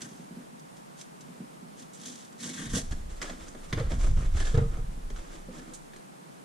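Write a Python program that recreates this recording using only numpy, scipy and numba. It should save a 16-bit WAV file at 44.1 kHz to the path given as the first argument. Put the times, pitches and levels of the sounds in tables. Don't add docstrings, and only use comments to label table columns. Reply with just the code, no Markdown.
import sys
import numpy as np
from scipy import signal
from scipy.fft import rfft, irfft
from scipy.io import wavfile
from scipy.ndimage import uniform_filter1d
from numba import njit

SR = 44100
rng = np.random.default_rng(int(sys.argv[2]) if len(sys.argv) > 2 else 0)


def to_wav(s):
    ch = np.atleast_2d(s).T
    pcm = np.round(np.clip(ch, -1, 1) * 32767)
    wavfile.write(sys.argv[1], SR, pcm.astype(np.int16))


N = 284004
T = np.arange(N) / SR

# f/Hz, level/dB, T60/s
WALL_MODES = [(184.8, 1, 0.11), (234.5, 6, 0.09), (257.6, -7.5, 0.09), (332, -21, 0.044),
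              (449, -14.5, 0.11)]
# f/Hz, level/dB
TEAR_SPECTRUM = [(1410, -16), (2400, -17), (3250, -1.5), (3570, -1.5), (4170, -3.5), (5770, -1),
                 (6230, 2.5), (6980, -4), (7540, 0.5), (8210, -7.5), (9730, -6), (13000, -33)]
# f/Hz, level/dB
CRACKLE_SPECTRUM = [(2200, 4.5), (6500, -0.5), (10000, -4), (14500, -14)]
# t/s, thump level/dB, judder level/dB
MOUNT_JOLTS = [(2.656, -49, -39), (2.734, -28, -39.5), (2.912, -26.5, -48), (3.727, -32, -32),
               (3.844, -24, -44), (4.033, -29, -56), (4.075, -36, -36), (4.113, -21.5, -53),
               (4.174, -17, -35.5), (4.351, -17, -40), (4.548, -37, -26), (4.842, -44, -44.5)]


def undb(db):
    return 10 ** (np.asarray(db) / 20)


def unit(x):
    return x / np.sqrt(np.mean(x ** 2))


def steady(x, size):
    return x / np.sqrt(uniform_filter1d(x ** 2, size=size) + 1e-12)


def colour(x, points):
    size = 8192
    hz, db = np.transpose(points)
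    octave = np.log2(np.maximum(np.arange(size // 2 + 1) * SR / size, 1))
    beyond = np.abs(octave - np.clip(octave, np.log2(hz[0]), np.log2(hz[-1])))
    cepstrum = irfft(np.log(undb(np.interp(octave, np.log2(hz), db) - 20 * np.minimum(beyond, 2))))
    cepstrum[1:size // 2] *= 2
    cepstrum[size // 2 + 1:] = 0
    return signal.oaconvolve(x, irfft(np.exp(rfft(cepstrum))))[:len(x)]


def high_pass(x, hz):
    return signal.sosfilt(signal.butter(4, hz, "high", fs=SR, output="sos"), x)


@njit
def resonate(x, hz, width):
    y, band_state, low_state = np.empty(len(x)), 0., 0.
    for i in range(len(x)):
        g, damping = np.tan(np.pi * hz[i] / SR), width / hz[i]
        band = (band_state + g * (x[i] - low_state)) / (1 + g * (g + damping))
        band_state = 2 * band - band_state
        low_state += 2 * g * band
        y[i] = damping * band
    return y


def walk(rate):
    k = int(SR / rate)
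    return unit(uniform_filter1d(np.repeat(rng.standard_normal(N // k + 1), k)[:N], k))


def grains(rate, spread_db, size=N):
    strength = undb(spread_db * np.minimum(rng.exponential(size=size), 5))
    return (rng.random(size) < rate / SR) * strength * rng.choice([-1, 1], size)


def fade(t60):
    return np.exp(-np.log(1000) * T[:SR // 2] / max(t60, .002))


def burst(t60, points):
    contact = 1 - fade(t60=0.0049)
    return colour(rng.standard_normal(SR // 2) * fade(t60) * contact, points)


def ring(modes, detune):
    t = T[:SR // 2]
    return sum(undb(db) * fade(t60) * np.sin(2 * np.pi * hz * (1 + detune * rng.standard_normal()) * t)
               for hz, db, t60 in modes)


def stroke(start, attack, hold, sag_db_per_s, release_db_per_s):
    t, i, gain = T[:SR], max(int(start * SR), 0), np.zeros(N)
    sag_db = sag_db_per_s * np.clip(t - attack, 0, hold)
    release_db = release_db_per_s * np.maximum(t - attack - hold, 0)
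    gain[i:i + SR] = (np.minimum(t / attack, 1) * undb(-sag_db - release_db))[:N - i]
    return gain


def together(gains):
    return np.sqrt(sum(g ** 2 for g in gains))


def add(track, s, sound, db):
    i = int(s * SR)
    peak = np.sqrt(uniform_filter1d(sound ** 2, size=176).max())
    track[i:i + len(sound)] += (sound * undb(db) / peak)[:N - i]


def pan(left_db):
    return undb([[left_db / 2], [-left_db / 2]])


def room(x, wet_db):
    # f/Hz, side level re mid/dB
    stereo_width = [(60, -23), (270, -36), (500, -19), (750, 2), (1100, 0), (2000, -0.5), (3700, -10),
                    (5500, -3), (8000, 2.5), (16000, -4)]
    t = T[:SR // 2]
    tails = []
    for noise in rng.standard_normal((2, len(t))):
        low = signal.sosfilt(signal.butter(1, 3000, fs=SR, output="sos"), noise)
        tail = (low * fade(t60=0.23) + (noise - low) * fade(t60=0.63)) * (t > .003)
        tails.append(tail / np.linalg.norm(tail) * undb(wet_db))
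    corner = x
    for lag in rng.integers(12, 90, size=3):
        taps = np.r_[.55, np.zeros(lag - 1), 1]
        corner = signal.lfilter(taps, taps[::-1], corner)
    mid = x + signal.fftconvolve(x, tails[0])[:N]
    side = colour(corner + signal.fftconvolve(x, tails[1])[:N], stereo_width)
    return np.array([mid - side, mid + side]) / np.sqrt(1 + undb(2 * wet_db))


def through_case(x):
    side = signal.hilbert(x).imag * undb(-20.0)
    return np.array([x + side, x - side])


def drone_and_hiss():
    # f/Hz, level/dB
    drone_spectrum = [(18, -29), (30, -16), (50, -20), (92, -28), (150, 1.5), (240, -4), (524, -14),
                      (1060, -17.5), (4780, -27.5), (9390, -26), (15000, -41)]
    hiss_spectrum = [(24, -56), (40, -8), (69, -38), (91, -22), (125, -4), (173, 2.5), (257, -3), (866, -3),
                     (3070, -23.5), (12300, -27.5), (15000, -45)]
    drone = unit(colour(rng.standard_normal(N), drone_spectrum)) * undb(-53 + .5 * walk(rate=8.8))
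    hiss = unit(colour(rng.standard_normal(N), hiss_spectrum)) * undb(-50)
    return np.array([drone + hiss, drone - hiss])


def pull_gain(column, release_db_per_s=328, lag_s=0):
    # t/s, rise/s, hold/s, tear level/dB, sheet level/dB, wall level/dB
    pulls = [(0.004, 0.0035, 0.048, -50.5, -54, -43.5), (0.08, 0.01, 0.15, -60.5, -68, -56),
             (0.96, 0.039, 0.014, -53, -62, -61), (1.756, 0.041, 0.024, -54.5, -67, -52),
             (1.928, 0.14, 0.18, -50, -60.5, -51), (2.05, 0.0052, 0.037, -49.5, -61, -44.5),
             (2.376, 0.066, 0.057, -42, -49, -38), (2.489, 0.057, 0.023, -47, -51, -43.5),
             (2.564, 0.021, 0.085, -45.5, -45.5, -38), (2.686, 0.019, 0.029, -47, -51.5, -43.5),
             (2.73, 0.006, 0.013, -39.5, -40, -30.5), (2.743, 0.0087, 0.028, -35.5, -44.5, -35)]
    sag_db_per_s = 39.5
    return together(stroke(row[0] + lag_s, row[1], row[2], sag_db_per_s, release_db_per_s)
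                    * undb(row[column]) for row in pulls)


def peeling():
    spurts = undb(2.1 * walk(rate=120))
    fibres = steady(grains(rate=6000, spread_db=1.0) * spurts, size=1500)
    crackle = unit(colour(grains(rate=210, spread_db=-1.0), CRACKLE_SPECTRUM)) * undb(-14)
    tear = (unit(colour(fibres, TEAR_SPECTRUM)) + crackle) * pull_gain(column=3)
    sheet = unit(loose_sheet(fibres)) * pull_gain(column=4)
    wall = high_pass(signal.fftconvolve(fibres, ring(WALL_MODES, detune=0.0033))[:N], hz=126)
    drum = steady(wall, size=900) * pull_gain(column=5, release_db_per_s=520, lag_s=0.013)
    return room(tear, wet_db=-14.5) + room(sheet, wet_db=-11) * pan(left_db=6.5) + room(drum, wet_db=-4.5)


def loose_sheet(fibres):
    # t/s, f/Hz
    main_resonance = [(0.02, 1650), (2.41, 1930), (2.46, 1810), (2.565, 1880), (2.65, 1620), (2.8, 1780)]
    # ratio to the main one, bandwidth/Hz, level/dB
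    sheet_resonances = [(0.35, 200, -18.5), (0.72, 220, -4.5), (1.0, 970, 3.5), (1.96, 1400, -1)]
    flexing = np.exp(0.056 * walk(rate=35))
    hz = np.interp(T, *np.transpose(main_resonance)) * flexing
    out = np.zeros(N)
    for ratio, width, db in sheet_resonances:
        first_pass = resonate(fibres, hz * ratio, float(width))
        out += undb(db) * resonate(first_pass, hz * ratio, float(width))
    return out


def picking():
    # t/s, level/dB, T60/s
    flake_snaps = [(0.0166, -39.5, 0.073), (0.5954, -55.5, 0.046), (0.767, -57, 0.13), (1.0125, -43, 0.038),
                   (1.208, -50.5, 0.071), (2.014, -49, 0.02), (2.0578, -43, 0.026), (2.071, -41.5, 0.021),
                   (2.083, -46, 0.014), (2.279, -57, 0.025), (2.325, -56, 0.032), (2.7565, -34, 0.031),
                   (2.7725, -35, 0.023), (2.7787, -37, 0.1)]
    out = np.zeros(N)
    for s, db, t60 in flake_snaps:
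        cracks = grains(rate=9800, spread_db=0.5, size=SR // 2) * fade(t60)
        edge = grains(rate=2200, spread_db=2.5, size=SR // 2) * fade(t60)
        add(out, s, colour(cracks, TEAR_SPECTRUM), db)
        add(out, s, colour(edge, CRACKLE_SPECTRUM), db - 9)
    return room(out, wet_db=-17.0)


def finger_bumps():
    # t/s, level/dB
    wall_bumps = [(0.032, -36.5), (0.114, -38), (0.198, -37), (0.31, -35), (0.372, -32), (0.53, -40.5),
                  (1.289, -39), (1.405, -30), (1.628, -38.5), (2.738, -23), (3.312, -35), (3.934, -30.5),
                  (4.975, -39), (5.486, -34), (5.585, -37.5), (5.678, -39.5)]
    push = 1 - fade(t60=0.0069)
    out = np.zeros(N)
    for s, db in wall_bumps:
        add(out, s - .002, high_pass(ring(WALL_MODES, detune=0.021) * push, hz=144), db)
    return room(out, wet_db=2.0)


def flicks():
    # t/s, duration/s, level/dB
    skids = [(1.932, 0.022, -53.5), (5.7344, 0.014, -47)]
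    # f/Hz, level/dB
    skid_spectrum = [(2400, -16), (3400, -2.5), (5000, -7), (7000, 4), (9500, -3.5), (13000, -24)]
    gain = together(stroke(s, attack=0.0017, hold=length, sag_db_per_s=0, release_db_per_s=600) * undb(db)
                    for s, length, db in skids)
    slips = unit(colour(grains(rate=8900, spread_db=-0.5), skid_spectrum))
    return room(slips * gain, wet_db=-9.5) * pan(left_db=-2.5)


def body_motion():
    # t/s, camera sway level/dB
    movement = [(2.5, -84), (2.7, -40), (2.87, -37.5), (2.91, -33), (3.54, -50), (3.93, -28.5),
                (4.02, -21.5), (4.59, -26), (5.01, -37), (5.16, -33.5), (5.25, -47), (5.38, -45.5),
                (6.0, -63.5)]
    s, db = np.transpose(movement)
    return uniform_filter1d(undb(np.interp(T, s, db, left=-120, right=-120)), size=256)


def camera_rumble():
    # f/Hz, level/dB
    sway_spectrum = [(8, -30), (18, -0.5), (28, -1), (36, -7), (55, -17), (80, -19), (160, -73)]
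    judder_spectrum = [(45, -17.5), (80, 9), (125, 6), (240, -8.5), (600, -39.5)]
    shakes = [stroke(s, attack=0.0049, hold=0.04, sag_db_per_s=0, release_db_per_s=164) * undb(db)
              for s, _, db in MOUNT_JOLTS]
    judder_gain = together(shakes + [body_motion() * undb(-21)])
    sway = steady(colour(rng.standard_normal(N), sway_spectrum), size=5000)
    judder = steady(colour(grains(rate=300, spread_db=1.0), judder_spectrum), size=3500)
    return through_case(sway * body_motion() + judder * judder_gain)


def rubbing():
    # t/s, duration/s, swish level/dB, scuff level/dB
    rubs = [(3.084, 0.14, -58.5, -59), (3.199, 0.12, -55, -46.5), (3.379, 0.11, -54.5, -54.5),
            (3.567, 0.28, -59, -57), (3.761, 0.039, -61, -39), (3.888, 0.047, -50, -45.5),
            (3.977, 0.09, -50, -46.5), (4.148, 0.1, -54.5, -46), (4.336, 0.19, -50, -46.5),
            (4.532, 0.05, -65, -41.5), (4.698, 0.056, -61, -49.5), (5.138, 0.25, -59, -54.5),
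            (5.286, 0.069, -58, -53.5), (5.5, 0.14, -58.5, -54), (5.66, 0.073, -63, -55.5)]
    # f/Hz, level/dB
    swish_spectrum = [(1470, 6), (2500, 2), (3450, 7.5), (4190, 2), (5970, 4.5), (7580, 4.5), (9710, -3.5),
                      (11400, -14), (15000, -51)]
    scuff_spectrum = [(180, -45), (300, 4), (404, -3.5), (545, -2), (935, -13), (1250, -7), (1650, -12.5),
                      (2360, -16), (3900, -28.5), (6600, -120)]
    attack_s, rustle_db = 0.024, -36
    swish_gains, scuff_gains = [body_motion() * undb(rustle_db)], []
    for s, length, swish_db, scuff_db in rubs:
        gain = stroke(s, attack_s, hold=max(length - attack_s, 0), sag_db_per_s=14, release_db_per_s=203)
        swish_gains.append(gain * undb(swish_db))
        scuff_gains.append(gain * undb(scuff_db))
    catch = undb(2.2 * walk(rate=60))
    swish = unit(colour(grains(rate=4400, spread_db=0.5) * catch, swish_spectrum))
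    scuff = unit(colour(grains(rate=2000, spread_db=3.0) * catch, scuff_spectrum))
    return room(swish * together(swish_gains) + scuff * together(scuff_gains), wet_db=-10.0)


def mount_thumps():
    # f/Hz, level/dB, T60/s
    mount_modes = [(29.4, 0, 0.25), (62.2, 11, 0.15), (96, -30, 0.03)]
    out = np.zeros(N)
    for s, db, _ in MOUNT_JOLTS:
        add(out, s, ring(mount_modes, detune=0.042), db)
    return through_case(out)


def hollow_bonks():
    # t/s, level/dB, frequency ratio
    bonks = [(2.739, -37.5, 1.0), (2.768, -30.5, 1.0), (2.783, -38.5, 1.38), (3.222, -42, 1.1),
             (3.297, -39.5, 1.42), (3.776, -33, .95), (3.802, -33, 1.15), (5.488, -42.5, 1.1)]
    # f/Hz, level/dB, T60/s
    hollow_modes = [(298, 5.5, 0.12), (469.6, 21, 0.07), (473, 8.5, 0.11), (1200, 10, 0.019)]
    out = np.zeros(N)
    for s, db, ratio in bonks:
        scaled = [(hz * ratio, mode_db, t60) for hz, mode_db, t60 in hollow_modes]
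        add(out, s, ring(scaled, detune=0.015), db)
    return room(high_pass(out, hz=220), wet_db=-6.0)


def scraping():
    # midpoint t/s, duration/s, level/dB
    drags = [(2.922, 0.03, -45.5), (3.261, 0.062, -46), (3.796, 0.05, -50), (4.405, 0.08, -40.5),
             (4.474, 0.073, -38.5), (4.551, 0.025, -42.5), (5.59, 0.034, -51)]
    # f/Hz, level/dB
    drag_spectrum = [(500, 8), (900, 0), (1600, 6.5), (1720, 19), (1870, -1), (2600, -0.5), (3400, 5),
                     (4400, 0), (6200, -0.5), (9000, -6), (12000, -27)]
    out = np.zeros(N)
    for s, length, db in drags:
        press = np.sin(np.pi * np.minimum(T[:SR // 2] / length, 1))
        grit = grains(rate=4000, spread_db=2.0, size=SR // 2)
        add(out, s - length / 2, colour(grit * press, drag_spectrum), db)
    return room(out, wet_db=-7.0)


def tool_knocks():
    # t/s, clack level/dB, click level/dB, clunk level/dB
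    knocks = [(2.909, -52, -49, -42), (2.921, -45, -48, -35), (3.216, -35, -43, -64),
              (3.2193, -44, -41, -45), (3.2263, -34.5, -46, -46), (3.297, -42.5, -52, -49),
              (3.482, -56, -47.5, -56), (3.549, -52, -66, -40.5), (3.7267, -30, -54, -30),
              (3.7322, -36, -54, -33), (3.774, -45, -62, -39), (3.798, -40.5, -61, -35),
              (3.9175, -40.5, -52, -32), (4.011, -51, -49, -59), (4.069, -48.5, -55, -37.5),
              (4.401, -41.5, -44, -37), (4.575, -43, -49, -32), (4.77, -53, -58, -40.5),
              (5.102, -50, -54, -45.5), (5.161, -49, -57, -54), (5.934, -50, -68, -51),
              (5.962, -51, -56, -50)]
    # f/Hz, level/dB, T60/s
    shell_modes = [(1055, -1.5, 0.062), (1480, -1.5, 0.031), (1682, 0, 0.051), (1988, 0, 0.045),
                   (3245, -1.5, 0.047), (3900, 1, 0.019), (5000, -6, 0.046), (6200, -4, 0.041)]
    # f/Hz, level/dB
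    clack_spectrum = [(450, -9), (780, -21), (1100, -0.5), (1900, 4.5), (2700, -6), (3400, -1), (9500, -22)]
    click_spectrum = [(3000, -22), (4500, 2), (6250, 14.5), (8000, 10), (10500, -3), (14500, -28)]
    clunk_spectrum = [(70, -23.5), (130, -0.5), (240, -1), (500, -11), (1200, -23.5)]
    out = np.zeros(N)
    for s, clack_db, click_db, clunk_db in knocks:
        add(out, s, ring(shell_modes, detune=0.027), clack_db - 5.0)
        add(out, s, burst(t60=0.022, points=clack_spectrum), clack_db)
        add(out, s, burst(t60=0.037, points=click_spectrum), click_db)
        add(out, s, burst(t60=0.07, points=clunk_spectrum), clunk_db)
    return room(out, wet_db=-5)


def squeak(start_s=3.575, length_s=.115, base_hz=8400, rise_hz=950):
    arch = np.sin(np.pi * np.clip((T - start_s) / length_s, 0, 1))
    hz = base_hz + rise_hz * arch ** 2 + 190 * walk(rate=600)
    gain = np.sqrt(np.abs(arch)) * undb(-64 + 3 * walk(rate=54))
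    return room(np.sin(2 * np.pi * np.cumsum(hz) / SR) * gain, wet_db=-15)


def tub_blows():
    # t/s, boom level/dB, bottle level/dB
    thuds = [(3.729, -33, -43), (3.8, -26.5, -39), (3.928, -31.5, -57), (4.542, -19, -31),
             (4.576, -27, -27), (4.613, -21.5, -36), (4.785, -34, -46)]
    # f/Hz, level/dB, T60/s
    tub_modes = [(119.2, 10, 0.3), (135.8, 3, 0.28), (752, -23, 0.13), (1220, -20, 0.29), (1365, -30, 0.19)]
    bottle_modes = [(340, -12, 0.087), (438, -3, 0.076), (458, 7, 0.1), (553, -15, 0.2)]
    # f/Hz, level/dB
    chatter_spectrum = [(330, -2), (470, 7.5), (700, -4), (1270, -7.5), (2600, -22)]
    out = np.zeros(N)
    for s, boom_db, bottle_db in thuds:
        add(out, s, ring(tub_modes, detune=0.0115) * (1 - fade(t60=0.027)), boom_db)
        add(out, s - .002, ring(bottle_modes, detune=0.019) * (1 - fade(t60=0.065)), bottle_db)
        add(out, s, burst(t60=0.13, points=chatter_spectrum), bottle_db - 8.5)
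    return room(out, wet_db=-4.5)


def port_puff(start_s=4.578, length_s=0.023, db=-29):
    puff_spectrum = [(120, -9), (280, -3), (500, -8), (1000, -12), (2500, -28)]  # f/Hz, level/dB
    gust = rng.standard_normal(SR // 2) * np.sin(np.pi * np.minimum(T[:SR // 2] / length_s, 1))
    out = np.zeros(N)
    add(out, start_s, colour(gust, puff_spectrum), db)
    return np.array([out, -out])


def scene():
    paper = peeling() + picking() + flicks() + finger_bumps()
    handling = tool_knocks() + scraping() + tub_blows() + hollow_bonks()
    movement = mount_thumps() + rubbing() + squeak() + camera_rumble()
    return paper + handling + movement + port_puff() + drone_and_hiss()


def record(dry):
    tilt_db, cutoff_hz = 0.32, 14800
    tilted = dry * undb([[-tilt_db], [tilt_db]])
    return signal.sosfilt(signal.ellip(8, .2, 70, cutoff_hz, fs=SR, output="sos"), tilted)


dry = scene()
out = record(dry)
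to_wav(out)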